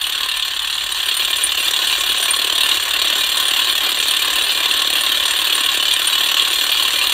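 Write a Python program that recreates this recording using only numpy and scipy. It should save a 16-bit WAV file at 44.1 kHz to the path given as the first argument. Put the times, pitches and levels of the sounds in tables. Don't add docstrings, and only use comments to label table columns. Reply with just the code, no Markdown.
import sys
import numpy as np
from scipy import signal
from scipy.fft import rfft, irfft, next_fast_len
from scipy.io import wavfile
from scipy.ndimage import uniform_filter1d

SR = 44100
rng = np.random.default_rng(int(sys.argv[2]) if len(sys.argv) > 2 else 0)


def volts_from_db(level):
    exponent = np.asarray(level, float) / 20
    return 10 ** exponent


def store_wav(level_fs):
    pcm = np.round(np.clip(np.atleast_2d(level_fs), -1, 1) * 32767)
    wavfile.write(sys.argv[1], SR, pcm.T.astype(np.int16))


N = 314423
PAD = next_fast_len(N + SR // 2)
GRID_HZ = np.fft.rfftfreq(PAD, 1 / SR)


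def unit(x):
    return x / np.sqrt(np.mean(x ** 2) + 1e-20)


def curve(rows, s):
    when, value = np.transpose(rows)
    return np.interp(s, when, value)


def marked(s, rows):
    when, db = np.transpose(rows)
    return np.abs(s[:, None] - when).argmin(axis=0), db


def filtered(x, gain):
    return irfft(rfft(x, PAD) * gain, PAD)[:N]


def body(x, spectrum):
    hz, db = np.transpose(spectrum)
    level_db = np.interp(np.log(GRID_HZ + 1), np.log(hz), db, left=-90)
    cepstrum = irfft(np.log(volts_from_db(level_db) + 1e-5), PAD)
    cepstrum[1:PAD // 2] *= 2
    cepstrum[PAD // 2 + 1:] = 0
    gain = np.exp(rfft(cepstrum))
    return filtered(x, gain / np.sqrt(np.mean(np.abs(gain) ** 2)))


def resonant(x, modes):
    gain = 1
    for hz, width_hz, db in modes:
        damping = 1j * GRID_HZ * width_hz
        gain = gain + volts_from_db(db) * damping / (hz * hz - GRID_HZ ** 2 + damping)
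    return filtered(x, gain)


RATE_HZ, STRIKES = 36.7, 262
# (time [s], lag [ms])
DRAG = [(0.0, 13.3), (0.436, 14.6), (0.572, 19.7), (0.763, 16.8), (1.09, 23.4), (1.907, 18.1),
        (2.125, 20.2), (2.698, 17.5), (2.861, 19.8), (3.569, 21.0), (3.815, 19.1), (3.869, 21.5),
        (4.469, 24.9), (5.586, 20.7), (5.967, 24.0), (6.621, 16.9), (6.812, 12.1), (7.084, 10.2)]


def blows():
    lead_ms, jitter_ms = 2.2, 0.3
    beat = np.arange(STRIKES) / RATE_HZ
    lag_ms = curve(DRAG, beat)
    return beat + (lag_ms - lead_ms + jitter_ms * rng.standard_normal(STRIKES)) / 1000


def contacts(count=9):
    approach_db, strike_db, shared_spread_db = -6.5, 1, 0.5
    loose_spread = 0.42
    hush_spread_db = 2.5
    gap_s = 0.00065 + 0.00259 * rng.random((STRIKES, count))
    gap_s[:, 0] = 0
    size_db = shared_spread_db * rng.standard_normal((STRIKES, count))
    size_db[:, :2] += [approach_db, strike_db]
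    wear_s = np.cumsum(gap_s, axis=1)
    gap_s[:, 1] *= 0.6
    gap_s[:, 2:] *= np.exp(loose_spread * rng.standard_normal((STRIKES, 1)))
    hush_db = hush_spread_db * rng.standard_normal(STRIKES)
    return np.cumsum(gap_s, axis=1), wear_s, size_db, hush_db


def dying(power, t60_s, rise_s=0.0015):
    half = int(rise_s * SR)
    built = uniform_filter1d(power, half * 2 + 1, origin=half)
    decay = np.exp(-2 * np.log(1000) / (t60_s * SR))
    return np.abs(signal.lfilter([1], [1, -decay], built))


def patchy(depth_db):
    z = signal.stft(rng.standard_normal(N + 512), nperseg=512)[2]
    field = uniform_filter1d(rng.standard_normal(z.shape), size=2, axis=0)
    field = uniform_filter1d(field, size=7, axis=1)
    return unit(signal.istft(z * volts_from_db(depth_db * unit(field)), nperseg=512)[1][:N])


def ringing(force, s, t60_s, count=3):
    t = np.arange(SR // 5) / SR
    families = rng.standard_normal((count, len(t))) * volts_from_db(-60 * t / t60_s)
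    families /= np.linalg.norm(families[0])
    shares = rng.standard_normal((count, len(s) + 1))
    shares /= np.linalg.norm(shares, axis=0)
    latest_blow = np.searchsorted(s, np.arange(N) / SR)
    parts = force * shares[:, latest_blow]
    return irfft((rfft(parts, PAD) * rfft(families, PAD)).sum(axis=0), PAD)[:N]


def shaking(s, touch, blow_db, scatter_db, fade_db, snap_s, tail_db, tail_s, gears_db, patchy_db):
    delay_s, wear_s, size_db, hush_db = touch
    scatter = scatter_db * rng.standard_normal(delay_s.shape)
    share = volts_from_db(2 * (size_db + fade_db * wear_s / 0.0068 + scatter))
    share /= share.sum(axis=1, keepdims=True)
    at = np.clip(np.round((s[:, None] + delay_s) * SR).astype(int), 0, N - 1)
    hits = np.bincount(at.ravel(), (volts_from_db(2 * blow_db)[:, None] * share).ravel(), N)
    between_db = uniform_filter1d(blow_db, size=5) + hush_db
    mesh = volts_from_db(2 * (np.interp(np.arange(N) / SR, s + 0.019, between_db) + gears_db))
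    force = np.sqrt(dying(hits, snap_s) + mesh) * patchy(patchy_db)
    return force + volts_from_db(tail_db) * ringing(force, s, tail_s)


# (frequency [Hz], density [dB per Hz])
TYRE = [(110, -46), (190, -12), (318, 3.5), (419, 2), (460, 0), (602, 3), (793, -2.5), (850, -7.5),
        (1100, -50), (1870, -120)]


def tyre(s, touch, seated, luck):
    blow_db = -45 + 9 * seated + 9 + 1.7 * luck
    return body(shaking(s, touch, blow_db, scatter_db=2, fade_db=-5.5, snap_s=0.016, tail_db=-13,
                        tail_s=0.073, gears_db=-17.5, patchy_db=0.5), TYRE)


# (frequency [Hz], density [dB per Hz])
HUB = [(500, -37), (850, -11.5), (933, -10), (1010, -7), (1070, -1.5), (1220, -8), (1370, -7.5),
       (1730, -2.5), (1960, -6.5), (2250, -9), (2920, -56), (4950, -120)]


def hub(s, touch, seated, luck):
    blow_db = -31.5 + 4.5 * seated + 9 + 0.71 * luck
    return body(shaking(s, touch, blow_db, scatter_db=4, fade_db=-13, snap_s=0.012, tail_db=-5,
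                        tail_s=0.47, gears_db=-15.5, patchy_db=-1), HUB)


# (frequency [Hz], density [dB per Hz])
WHEEL = [(1320, -19.5), (2250, -27), (2330, -10.5), (2520, -6.5), (2710, -3.5), (3250, 2), (3750, -1.5),
         (4020, -5.5), (4330, -3), (5000, -20), (6500, -35), (11000, -120)]


def wheel(s, touch, seated, aim_db):
    blow_db = -16.5 + 4.5 * seated + aim_db + 6
    return body(shaking(s, touch, blow_db, scatter_db=0, fade_db=-5, snap_s=0.0098, tail_db=-4,
                        tail_s=0.17, gears_db=-23, patchy_db=-1), WHEEL)


# (frequency [Hz], density [dB per Hz])
ANVIL = [(3000, -48), (5100, -6), (5500, -20), (5610, -13), (5850, -4), (6500, -5.5), (7400, -0.5),
         (7660, -1.5), (7850, -9), (8200, -2), (10700, -40), (18000, -120)]


def anvil(s, touch, anvil_db, luck):
    blow_db = anvil_db + 12.5 + 1.84 * luck
    return body(shaking(s, touch, blow_db, scatter_db=3, fade_db=-3, snap_s=0.0096, tail_db=-5,
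                        tail_s=0.34, gears_db=-29, patchy_db=0.5), ANVIL)


# (frequency [Hz], density [dB per Hz])
SOCKET = [(4820, -43), (8200, -18.5), (8930, 1.5), (9300, 3), (9590, -3.5), (10300, -21), (13400, -20),
          (22000, -120)]


def socket(s, touch, anvil_db, clang_db, luck):
    blow_db = anvil_db + 11.5 + 1.7 * luck
    chatter = shaking(s, touch, blow_db, scatter_db=7, fade_db=2.5, snap_s=0.0095, tail_db=-0.5,
                      tail_s=0.033, gears_db=-28.5, patchy_db=-0.5)
    song = shaking(s, touch, clang_db - 0.5, scatter_db=-8.5, fade_db=-20.5, snap_s=0.0025, tail_db=5,
                   tail_s=0.093, gears_db=-43, patchy_db=3)
    return body(chatter + song, SOCKET)


# (frequency [Hz], density [dB per Hz])
HOUSING = [(9000, -60), (10400, -21), (10800, -17), (11500, -8), (12300, -5), (13100, 0), (13900, -2),
           (14400, -5), (15000, -1), (15250, -13), (15600, -17), (15700, -11), (16000, -60)]


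def housing(s, touch, blow_db):
    return body(shaking(s, touch, blow_db, scatter_db=0, fade_db=-3, snap_s=0.0099, tail_db=-7.5,
                        tail_s=0.1, gears_db=-22, patchy_db=0), HOUSING)


# (time [s], share [0-1])
SEATED = [
    (0, 0.28),
    (.6, 0),
    (1.1, 0.5),
    (1.5, 0.84),
    (2.0, 0.94),
    (3.0, 1.01),
    (7.13, 0.99),
]
# (time [s], peak level [dB])
CLANGS = [(0.068, -14), (0.699, -23), (1.058, -11), (1.14, -14.0), (1.167, -11), (1.438, -4), (1.871, -8),
          (2.227, -9), (2.308, -10), (2.363, -10), (3.29, -13.0), (3.399, -18), (3.481, -8.5), (3.509, -24),
          (4.11, -8), (4.192, -13.5), (4.329, -13), (4.439, -11.0), (4.521, -14.0), (5.009, -8.0),
          (5.308, -11.0), (5.552, -11.0), (5.826, -15), (6.072, -8), (6.261, -14.0), (6.423, -14),
          (6.476, -20), (6.53, -12.5), (6.638, -7.5), (7.095, -13.0)]
# (time [s], level over the usual [dB])
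ODD_BLOWS = [(0.068, 1), (0.423, 3.5), (0.535, -2), (1.086, 3.5), (1.438, -6.0), (1.546, -5.0), (1.574, 3),
             (1.628, -1), (1.709, -6), (1.925, 1.5), (1.981, -5), (2.227, -1), (2.308, -7), (2.335, 0.5),
             (2.607, 2.5), (2.715, 1.5), (2.743, -1.5), (2.798, -2.5), (2.853, -2.5), (2.881, -6),
             (2.908, -2), (3.017, 2), (3.045, -0.5), (3.127, 1), (4.494, 4), (5.254, 0.5), (5.744, 1),
             (5.909, 3.5), (6.638, -1.5), (6.718, 4)]
# (frequency [Hz], width [Hz], level over the body [dB])
SPOKES = [(749, 11, -1), (1020, 130, -8), (1795, 40, -1), (2407, 20, 6), (2773, 45, 1), (2989, 45, 0),
          (3355, 60, -2), (3630, 45, -4), (3854, 40, 1), (4196, 55, 0), (5817, 70, 2), (7413, 60, 2),
          (7674, 90, -3), (8330, 16, 2), (9988, 22, 2)]


def wrench():
    faint_db, faint_spread_db = -27, 9
    stolen = 0.07
    s = blows()
    seated = curve(SEATED, s)
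    anvil_db = -35.5 + 5 * seated
    luck = rng.standard_normal((7, len(s)))

    clang_db = faint_db + anvil_db - anvil_db.max() + faint_spread_db * np.minimum(luck[6], 1)
    singing, sung_db = marked(s, CLANGS)
    clang_db[singing] = sung_db

    aim_db = 0.77 * luck[5] - stolen * np.maximum(clang_db - faint_db - 9, 0)
    odd, odd_db = marked(s, ODD_BLOWS)
    aim_db[odd] = odd_db

    housing_db = anvil_db + 10.5 + 1.0 * seated + 0.3 * aim_db + 0.04 * (clang_db - faint_db)
    housing_db += 1.8 * luck[3] + 0.66 * luck[4]

    touch = contacts()
    parts = tyre(s, touch, seated, luck[0])
    parts += hub(s, touch, seated, luck[1])
    parts += wheel(s, touch, seated, aim_db)
    parts += anvil(s, touch, anvil_db, luck[2])
    parts += socket(s, touch, anvil_db, clang_db, luck[4])
    parts += housing(s, touch, housing_db)
    return resonant(parts, SPOKES)


def motor():
    whine_hz, drift_hz, level_db = 748, 3.96, -51.5
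    seated = curve(SEATED, np.arange(N) / SR)
    drift = unit(uniform_filter1d(rng.standard_normal(N), size=SR // 8))
    phase = 2 * np.pi * np.cumsum(whine_hz + drift_hz * drift) / SR
    return volts_from_db(level_db + 8 * (seated - 1)) * np.sin(phase)


# (frequency [Hz], density [dB per Hz])
RUMBLE = [(13, -34), (22, -15), (37, -3), (54, -4.5), (86, -2.5), (140, -16), (160, -17), (210, -28),
          (350, -120)]
# (frequency [Hz], width [Hz], level over the rumble [dB])
HUM = [(42.6, 17, 2.7)]


def rumble():
    return volts_from_db(-53.5) * resonant(body(rng.standard_normal(N), RUMBLE), HUM)


def scene():
    return (wrench() + motor() + rumble())[None]


def band_limit(x):
    return signal.sosfilt(signal.butter(12, 15760, fs=SR, output="sos"), x)


def record(dry):
    ceiling, top_hz = 1.15, 15760
    soft = dry / (1 + np.abs(dry / ceiling) ** 4) ** (1 / 4)
    mix = irfft(rfft(soft) * (np.fft.rfftfreq(N, 1 / SR) < top_hz), N)
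    return band_limit(mix)


dry = scene()
out = record(dry)
store_wav(out)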